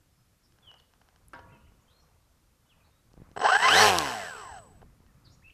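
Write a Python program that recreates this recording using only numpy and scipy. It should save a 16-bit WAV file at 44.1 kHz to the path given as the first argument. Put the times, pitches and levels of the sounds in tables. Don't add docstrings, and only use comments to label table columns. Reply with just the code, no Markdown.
import sys
import numpy as np
from scipy import signal
from scipy.io import wavfile
from scipy.ndimage import uniform_filter1d

SR = 44100
rng = np.random.default_rng(int(sys.argv[2]) if len(sys.argv) > 2 else 0)


def gain_from_decibels(decibels):
    exponent = np.asarray(decibels, float) / 20
    return 10 ** exponent


def wav_out(sig):
    wavfile.write(sys.argv[1], SR, np.round(np.clip(np.atleast_2d(sig).T, -1, 1) * 32767).astype(np.int16))


N = 243873

# (t/s, speed/turns per s)
SHAFT_SPEED = [
    (3.393, 3.2),
    (3.425, 8),
    (3.47, 24.5),
    (3.52, 35),
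    (3.6, 43),
    (3.67, 51.5),
    (3.785, 99),
    (3.83, 108.5),
    (3.87, 104),
]
# (t/s, level/dB)
MOTOR_EFFORT = [
    (3.362, -36),
    (3.385, -32.5),
    (3.446, -20.5),
    (3.566, -20),
    (3.578, -28),
    (3.62, -21),
    (3.64, -17),
    (3.82, -12.5),
    (3.89, -18),
]
RELEASE_S = 4.585


def evened(x):
    return x / np.sqrt(np.mean(x ** 2) + 1e-20)


def steady(x, size):
    return x / np.sqrt(uniform_filter1d(x ** 2, size) + 1e-12)


def drift(length, size):
    return evened(uniform_filter1d(rng.standard_normal(length), size=size))


def read(points, hz):
    f, value = np.transpose(points)
    return np.interp(np.log(hz + 1), np.log(f + 1), value)


def add(mix, s, sound):
    part = mix[round(s * SR):][:len(sound)]
    part += sound[:len(part)]


def noise(spectrum, size, patchy_db, length=N):
    frames = length * 4 // size + 5
    hz = np.fft.rfftfreq(size, 1 / SR)
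    a, b, patches = rng.standard_normal((frames, len(hz), 3)).T
    patches = uniform_filter1d(patches, size=6, axis=0)
    patches = evened(uniform_filter1d(patches, size=6, axis=1))
    z = (a + 1j * b) * gain_from_decibels(read(spectrum, hz)[:, None] + patchy_db * patches)
    sound = signal.istft(z, nperseg=size, noverlap=size * 3 // 4)[1]
    return evened(sound[:length])


def swells(rows):
    t = np.arange(N) / SR
    return sum(db * np.exp(-((t - s) / half) ** 2) for s, half, db in rows)


def wind():
    # (f/Hz, level/dB)
    colour = [(8.8, -37.5), (15, -16.5), (33, 6.5), (103, 3), (346, -12), (438, -28), (500, -17),
              (650, -36), (1100, -120)]
    # (middle t/s, half length/s, rise/dB)
    gusts = [
        (.55, 0.19, 2.5),
        (1.48, 0.17, 13),
        (1.74, 0.069, 7.5),
        (3.25, 0.12, 8.5),
        (4.0, .6, 6),
        (4.75, 0.33, 10),
        (5.35, 0.2, 9),
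    ]
    return noise(colour, size=2048, patchy_db=2.5) * gain_from_decibels(-66 + swells(gusts))


def rustle():
    # (f/Hz, level/dB)
    colour = [(150, -34), (250, -4.5), (511, 8), (616, 3), (1260, 4.5), (1960, -5), (2600, -8),
              (3380, -25.5), (5720, -120)]
    # (middle t/s, half length/s, rise/dB)
    shuffles = [
        (.72, .12, 11.5),
        (1.1, .15, 6),
        (1.52, .1, 13),
        (1.95, .3, 7),
        (2.85, .15, 7),
        (3.25, .12, 9.5),
        (4.2, .7, 8.5),
        (4.85, .2, 4),
        (5.3, .2, 7),
    ]
    return noise(colour, size=512, patchy_db=2.0) * gain_from_decibels(-76.5 + swells(shuffles))


def preamp_hiss():
    # (f/Hz, level/dB)
    colour = [(120, -31), (200, -6), (498, -16.5), (575, -17.5), (652, -3.5), (915, -16), (1240, -6),
              (5580, -6.5), (14400, -10)]
    return gain_from_decibels(-72) * noise(colour, size=1024, patchy_db=.5)


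def bird(length, hz0, hz1, db, blur_hz):
    n = round(length * SR)
    hz = np.linspace(hz0, hz1, n) + blur_hz * drift(SR // 2, size=60)[:n]
    return gain_from_decibels(db) * np.sin(2 * np.pi * np.cumsum(hz) / SR) * signal.windows.tukey(n, .6)


def treeline(x):
    t = np.arange(SR // 2) / SR
    tail = rng.standard_normal(len(t)) * gain_from_decibels(-60 * t / 0.44) * np.clip(t / 0.0029, 0, 1)
    return signal.oaconvolve(x, tail / np.linalg.norm(tail))[:N]


def far_birds():
    # (start t/s, length/s, start f/Hz, end f/Hz, level/dB)
    whistles = [(.083, 0.2, 5300, 5060, -81), (.616, .075, 3560, 3030, -60.5), (.66, .065, 3213, 2780, -49),
                (1.478, 0.031, 2240, 2750, -69), (1.505, 0.078, 2790, 2480, -63.5),
                (1.56, 0.027, 2090, 2500, -75), (1.598, 0.031, 3000, 2730, -72),
                (1.484, .07, 1950, 2170, -73), (1.52, 0.037, 3150, 3020, -67.5),
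                (1.63, .05, 2730, 3130, -70), (1.662, 0.031, 1650, 3190, -68),
                (1.876, 0.023, 3050, 3300, -66), (1.92, 0.1, 4120, 4320, -69),
                (2.66, .026, 3000, 2950, -74), (2.685, 0.059, 3710, 2210, -63.5),
                (2.8, 0.026, 2700, 2280, -68), (2.89, 0.13, 3560, 4000, -78),
                (5.055, 0.03, 2700, 2560, -77.5), (5.07, 0.056, 1914, 1690, -71),
                (5.418, 0.024, 1510, 2530, -63.5), (5.433, 0.064, 2500, 2750, -52)]
    # (start t/s, length/s, start f/Hz, end f/Hz, level/dB)
    chirps = [
        (.426, 0.047, 5450, 5170, -67.5),
        (.778, .032, 5500, 2430, -65.5),
        (1.806, .04, 6800, 6600, -76),
        (1.885, .06, 3400, 4000, -68),
        (1.99, .058, 5600, 5400, -71),
        (2.834, 0.046, 3750, 4600, -71),
        (5.242, .048, 5010, 3620, -58.5),
        (5.28, 0.082, 4480, 6100, -66.5),
        (5.31, .05, 6800, 6940, -67.5),
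        (5.496, 0.013, 2350, 3200, -53),
    ]
    birds = np.zeros(N)
    for rows, blur_hz in ((whistles, 44), (chirps, 260)):
        for s, *note in rows:
            add(birds, s, bird(*note, blur_hz))
    return birds + gain_from_decibels(-3.5) * treeline(birds)


def body(tilt_db, deep=False):
    # (f/Hz, level/dB)
    colour = [(29, -54), (50, -28), (91, -13), (343, -11), (422, 0), (582, -6.5), (839, 1.5), (1670, 2),
              (2360, -11.5), (3100, -5), (3480, -15), (5890, -10.5), (12000, -56.5), (15600, -65),
              (22000, -120)]
    # (f/Hz, width/Hz, level/dB)
    panels = [(427, 44, 6), (722, 260, 11.5), (1044, 25, 8), (1271.3, 140, -2), (1574, 230, 5),
              (2010, 32, 8), (2410, 130, -10.5), (2632, 350, 5.5), (3030, 330, 6), (4050, 390, 6.5),
              (4530, 240, 3), (5300, 160, 8), (6030, 190, 2.5)]
    hz = abs(np.fft.fftfreq(4096, 1 / SR))
    db = read(colour, hz) + sum(g / (1 + (2 * (hz - f) / w) ** 2) for f, w, g in panels)
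    db = db + tilt_db * np.log10(hz / 1000 + .1)
    gain = np.log(gain_from_decibels(np.maximum(db, -100)))
    ring = np.fft.ifft(np.exp(np.conj(signal.hilbert(gain)))).real[:2048]
    for delay in (17, 41, 73) if deep else ():
        loop = np.r_[1, np.zeros(delay - 1), -.55]
        ring = signal.lfilter(loop[::-1], loop, ring)
    return ring


def body_blows(mix):
    # (t/s, peak level/dB, brightness/dB per decade)
    blows = [(.523, -52, 21), (0.587, -49, 6), (0.715, -41, 0), (0.741, -42.5, 6), (.8, -47, 19),
             (0.937, -46.5, 5), (1.014, -47.5, -1), (1.088, -45, 5.5), (1.161, -45, 9.5), (1.39, -36, -10),
             (2.088, -56, 4), (3.134, -49, 35), (3.315, -49.5, 16.5), (3.363, -24.5, -17.5),
             (3.373, -20, -18), (4.816, -43.5, -11), (4.826, -41, -36), (5.065, -51.5, 7)]
    for s, db, tilt_db in blows:
        blow = body(tilt_db, deep=tilt_db < 0)
        add(mix, s, gain_from_decibels(db) * blow / abs(blow).max())


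def dry_ticks(mix):
    # (t/s, peak level/dB, f/Hz, length/ms)
    ticks = [(1.2841, -43, 10800, .23), (1.2821, -57, 12900, .21), (1.2826, -56, 7600, .4),
             (1.3351, -56, 10000, .7), (1.3491, -55, 5050, .9), (3.1331, -63, 4400, .7),
             (3.3151, -64, 4200, .7), (3.3761, -49, 7100, .9), (3.9854, -25, 12400, .26),
             (3.9864, -4, 5150, .12), (3.9854, -18, 7200, .25), (3.986, -20, 9700, .25),
             (3.9864, -12, 4100, .23), (4.543, -58, 5300, .8)]
    for s, db, hz, ms in ticks:
        u = np.arange(400) / SR * 1000 / ms
        swell = np.e * u * np.exp(-u)
        add(mix, s, gain_from_decibels(db) * swell * np.sin(2 * np.pi * hz * u * ms / 1000))


def knock():
    # (f/Hz, level/dB, t60/s)
    hollow = [(526, -10.5, 0.87), (667, -11, 0.79), (950, -3, 0.81), (1120, -6, 0.59), (1400, 11, 0.051),
              (1580, 6.5, 0.11), (1415, -9, 0.9), (1693, -7.5, 0.5), (2160, -13, 0.24), (2910, -32, 3.7)]
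    # (f/Hz, level/dB)
    colour = [(120, -40), (200, 7), (447, -14), (522, -15), (1190, -9), (1410, -3), (2440, -22),
              (2750, -18.5), (12000, -51), (15600, -76.5), (22000, -120)]
    t = np.arange(SR // 2) / SR
    modes = np.zeros(len(t))
    for hz, db, t60 in hollow:
        rattle_db = 4 * drift(len(t), size=500)
        modes += gain_from_decibels(db - 60 * t / t60 + rattle_db) * np.sin(2 * np.pi * hz * t)
    modes *= np.clip(t / .002, 0, 1)
    decay = 0.433 * gain_from_decibels(-60 * t / 0.021) + 0.19 * gain_from_decibels(-60 * t / 0.38)
    spray = noise(colour, size=256, patchy_db=-0.5, length=len(t)) * decay
    return gain_from_decibels(-33) * (0.2 * modes + spray)


def finger_thumps(mix):
    # (t/s, peak level/dB, f/Hz)
    thumps = [(1.72, -40, 170), (3.117, -42, 230), (3.14, -34.5, 260), (3.171, -41, 186), (3.177, -30, 167),
              (3.201, -30, 94), (3.219, -26.5, 131), (3.266, -51, 100), (3.29, -37, 143), (3.315, -33, 121),
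              (5.004, -38, 113)]
    for s, db, hz in thumps:
        u = np.arange(1500) * hz / SR
        add(mix, s, gain_from_decibels(db) * (1 - 3.4 * u) * np.exp(-3.5 * u) * np.clip(u * 8, 0, 1))


def shaft(t):
    drag_per_s, rub = 1.85, 15
    free_s, top = SHAFT_SPEED[-1]
    coast = (top + rub) * np.exp(-drag_per_s * (t - free_s)) - rub
    return np.where(t < free_s, np.interp(t, *np.transpose(SHAFT_SPEED)), coast)


def surges(t):
    # (start t/s, cut t/s, level/dB)
    pushes = [
        (3.44, 3.471, 9),
        (3.485, 3.508, 6),
        (3.518, 3.541, 8),
        (3.545, 3.568, 9),
        (3.625, 3.69, 3),
    ]
    return sum(db * np.interp(t, [a, a + 0.2 * (b - a), b, b + 0.0016], [0, 1, 1, 0]) for a, b, db in pushes)


def shake_level(t, on, speed_db):
    grip = np.interp(t, [4.37, RELEASE_S, RELEASE_S + 0.024], [0, 1, 0])
    coasting_db = (1 - on) * (-4 + 1.827 * speed_db)
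    return np.interp(t, *np.transpose(MOTOR_EFFORT)) + 8.5 * grip + coasting_db


def pulses(turn, speed, per_turn, count, odd, slope_db):
    train = 0
    for k in range(1, count):
        gain = (odd if k % 2 else 1) * gain_from_decibels(slope_db * np.log2(k))
        train = train + gain * np.cos(k * per_turn * turn) * (k * per_turn * speed < 9000)
    return train


def coil_kicks(speed, speed_db, turn, late, switch):
    # (share of switching tone, cycles per turn, level/dB, slope/dB per dB of speed)
    folds = [
        (0, 42, -3, .3),
        (.5, -21, -3, 5),
        (.5, 0, -10, 2.5),
        (1, -21, -1, 6),
        (1, -42, -14, .4),
    ]
    limp = .7 * np.clip((speed - 24) / 10, .12, 1)
    kicks = pulses(turn + .014 * late, speed, 21, count=110, odd=limp, slope_db=-3)
    whistles = sum(gain_from_decibels(db + p * speed_db) * np.cos(share * switch + k * (turn + .012 * late))
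                   for share, k, db, p in folds)
    return steady(kicks, size=2000) + whistles


def cogging(speed, turn, uneven, falter, switch):
    # (cycles per turn, level/dB)
    orders = [(12, -12), (14, -6), (28, -12), (36, -8), (42, 0), (72, -10), (84, -6.5)]
    cogs = evened(sum(gain_from_decibels(db) * np.cos(k * turn) / (1 + (k * speed / 2200) ** 16) for k, db in orders))
    cogs = cogs * (1 + .3 * np.cos(2 * turn) + .3 * uneven) * gain_from_decibels(2.5 * falter)
    return cogs + gain_from_decibels(-4) * np.cos(switch - 84 * turn) / (1 + (speed / 27) ** 6)


def blade_thrust(speed, speed_db, turn):
    # (cycles per turn, level/dB)
    tones = [(1, -35), (2, -35.5), (3, -47), (4, -28), (5, -34), (6, -33), (8, -27), (10, -31), (12, -32)]
    return sum(gain_from_decibels(db + (1.9 + .5 * k) * speed_db) * np.cos(k * turn) / (1 + (68 / k / speed) ** 8)
               for k, db in tones)


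def tip_hiss(passes, on, speed_db):
    # (f/Hz, level/dB)
    colour = [(1470, -28), (2500, 1), (3020, -5), (3610, -6.5), (5890, -9), (11600, -18.5), (14400, -22)]
    hiss = noise(colour, size=256, patchy_db=.8, length=len(passes))
    return hiss * steady(passes, size=4000) * gain_from_decibels(-42 + 2.63 * speed_db + 5 * on + 11.5)


def controller_whine(t, on, speed_db, turn, switch):
    # (cycles per turn, coasting level/dB, throttle level/dB)
    sides = [(0, 0, 0), (-2, -1, -8), (14, -11, -11), (-14, -6, -14)]
    whine = sum(gain_from_decibels(off + (full - off) * on) * np.cos(switch + k * turn) for k, off, full in sides)
    fade_db = 65.5 * np.maximum(t - RELEASE_S, 0)
    return gain_from_decibels(-54.5 + 0.65 * speed_db + 12.5 * on - fade_db + 6.5) * whine


def motor():
    t = np.arange(MOTOR_EFFORT[0][0], 4.83, 1 / SR)
    speed = shaft(t)
    speed_db = 20 * np.log10(speed / 100)
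    turn = 2 * np.pi * np.cumsum(speed) / SR + 2.0
    switch = 2 * np.pi * 7979 * t
    on = 1 / (1 + np.exp((t - 3.9) / 0.0076))
    surge_db = surges(t)
    uneven, late, falter = drift(len(t), 50), drift(len(t), 50), drift(len(t), 500)

    coils = coil_kicks(speed, speed_db, turn, late, switch) * (1 + .5 * uneven) * gain_from_decibels(3 * falter)
    coil_db = 6 - .45 * speed_db - 10 * np.clip((t - 3.825) / 0.013, 0, 1)
    core = gain_from_decibels(coil_db - 6.5 + 0.15 * surge_db) * on * coils
    core += gain_from_decibels(-4) * (1 - on) * cogging(speed, turn, uneven, falter, switch)

    slaps = evened(pulses(turn + .02 * late, speed, 1, count=40, odd=.6, slope_db=-1.5))
    slaps = slaps * (1 + .15 * uneven)
    slap_db = on * -7 + (1 - on) * np.minimum(-6 - 0.48 * speed_db, 15)
    passes = .6 + 1.6 * (speed / 100) ** 1.2 * np.exp(5 * (np.cos(2 * turn) - 1))
    rush_db = 5.5 + 0.083 * on * speed_db - 9 * np.clip((t - RELEASE_S) / .02, 0, 1)
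    blades = gain_from_decibels(slap_db + 1.5 + 1.5 * speed_db) * slaps
    blades += gain_from_decibels(rush_db) * passes * rng.standard_normal(len(t))

    shake = signal.oaconvolve(core, body(tilt_db=4.5, deep=True))
    shake += signal.oaconvolve(blades, body(tilt_db=2.5))
    shake = steady(shake[:len(t)], size=800) * (t > SHAFT_SPEED[0][0])
    shake *= gain_from_decibels(shake_level(t, on, speed_db) + 0.72 * surge_db - 2.5)
    sound = shake + blade_thrust(speed, speed_db, turn) + tip_hiss(passes, on, speed_db)
    sound += controller_whine(t, on, speed_db, turn, switch)
    return t[0], sound * signal.windows.tukey(len(t), .004)


def scene():
    near = wind() + rustle() + preamp_hiss()
    birds = far_birds()
    body_blows(near)
    dry_ticks(near)
    add(near, 1.3335, knock())
    finger_thumps(near)
    add(near, *motor())
    return (near + birds)[None]


def band_limit(x):
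    return signal.sosfilt(signal.butter(12, 14550, fs=SR, output="sos"), x)


def record(dry):
    loud = 0.59 * np.tanh(dry / 0.68)
    lowpass = signal.firwin(255, 14380, window=("kaiser", 9), fs=SR)
    cut = signal.oaconvolve(loud, lowpass[None], "same")
    return band_limit(cut)


dry = scene()
out = record(dry)
wav_out(out)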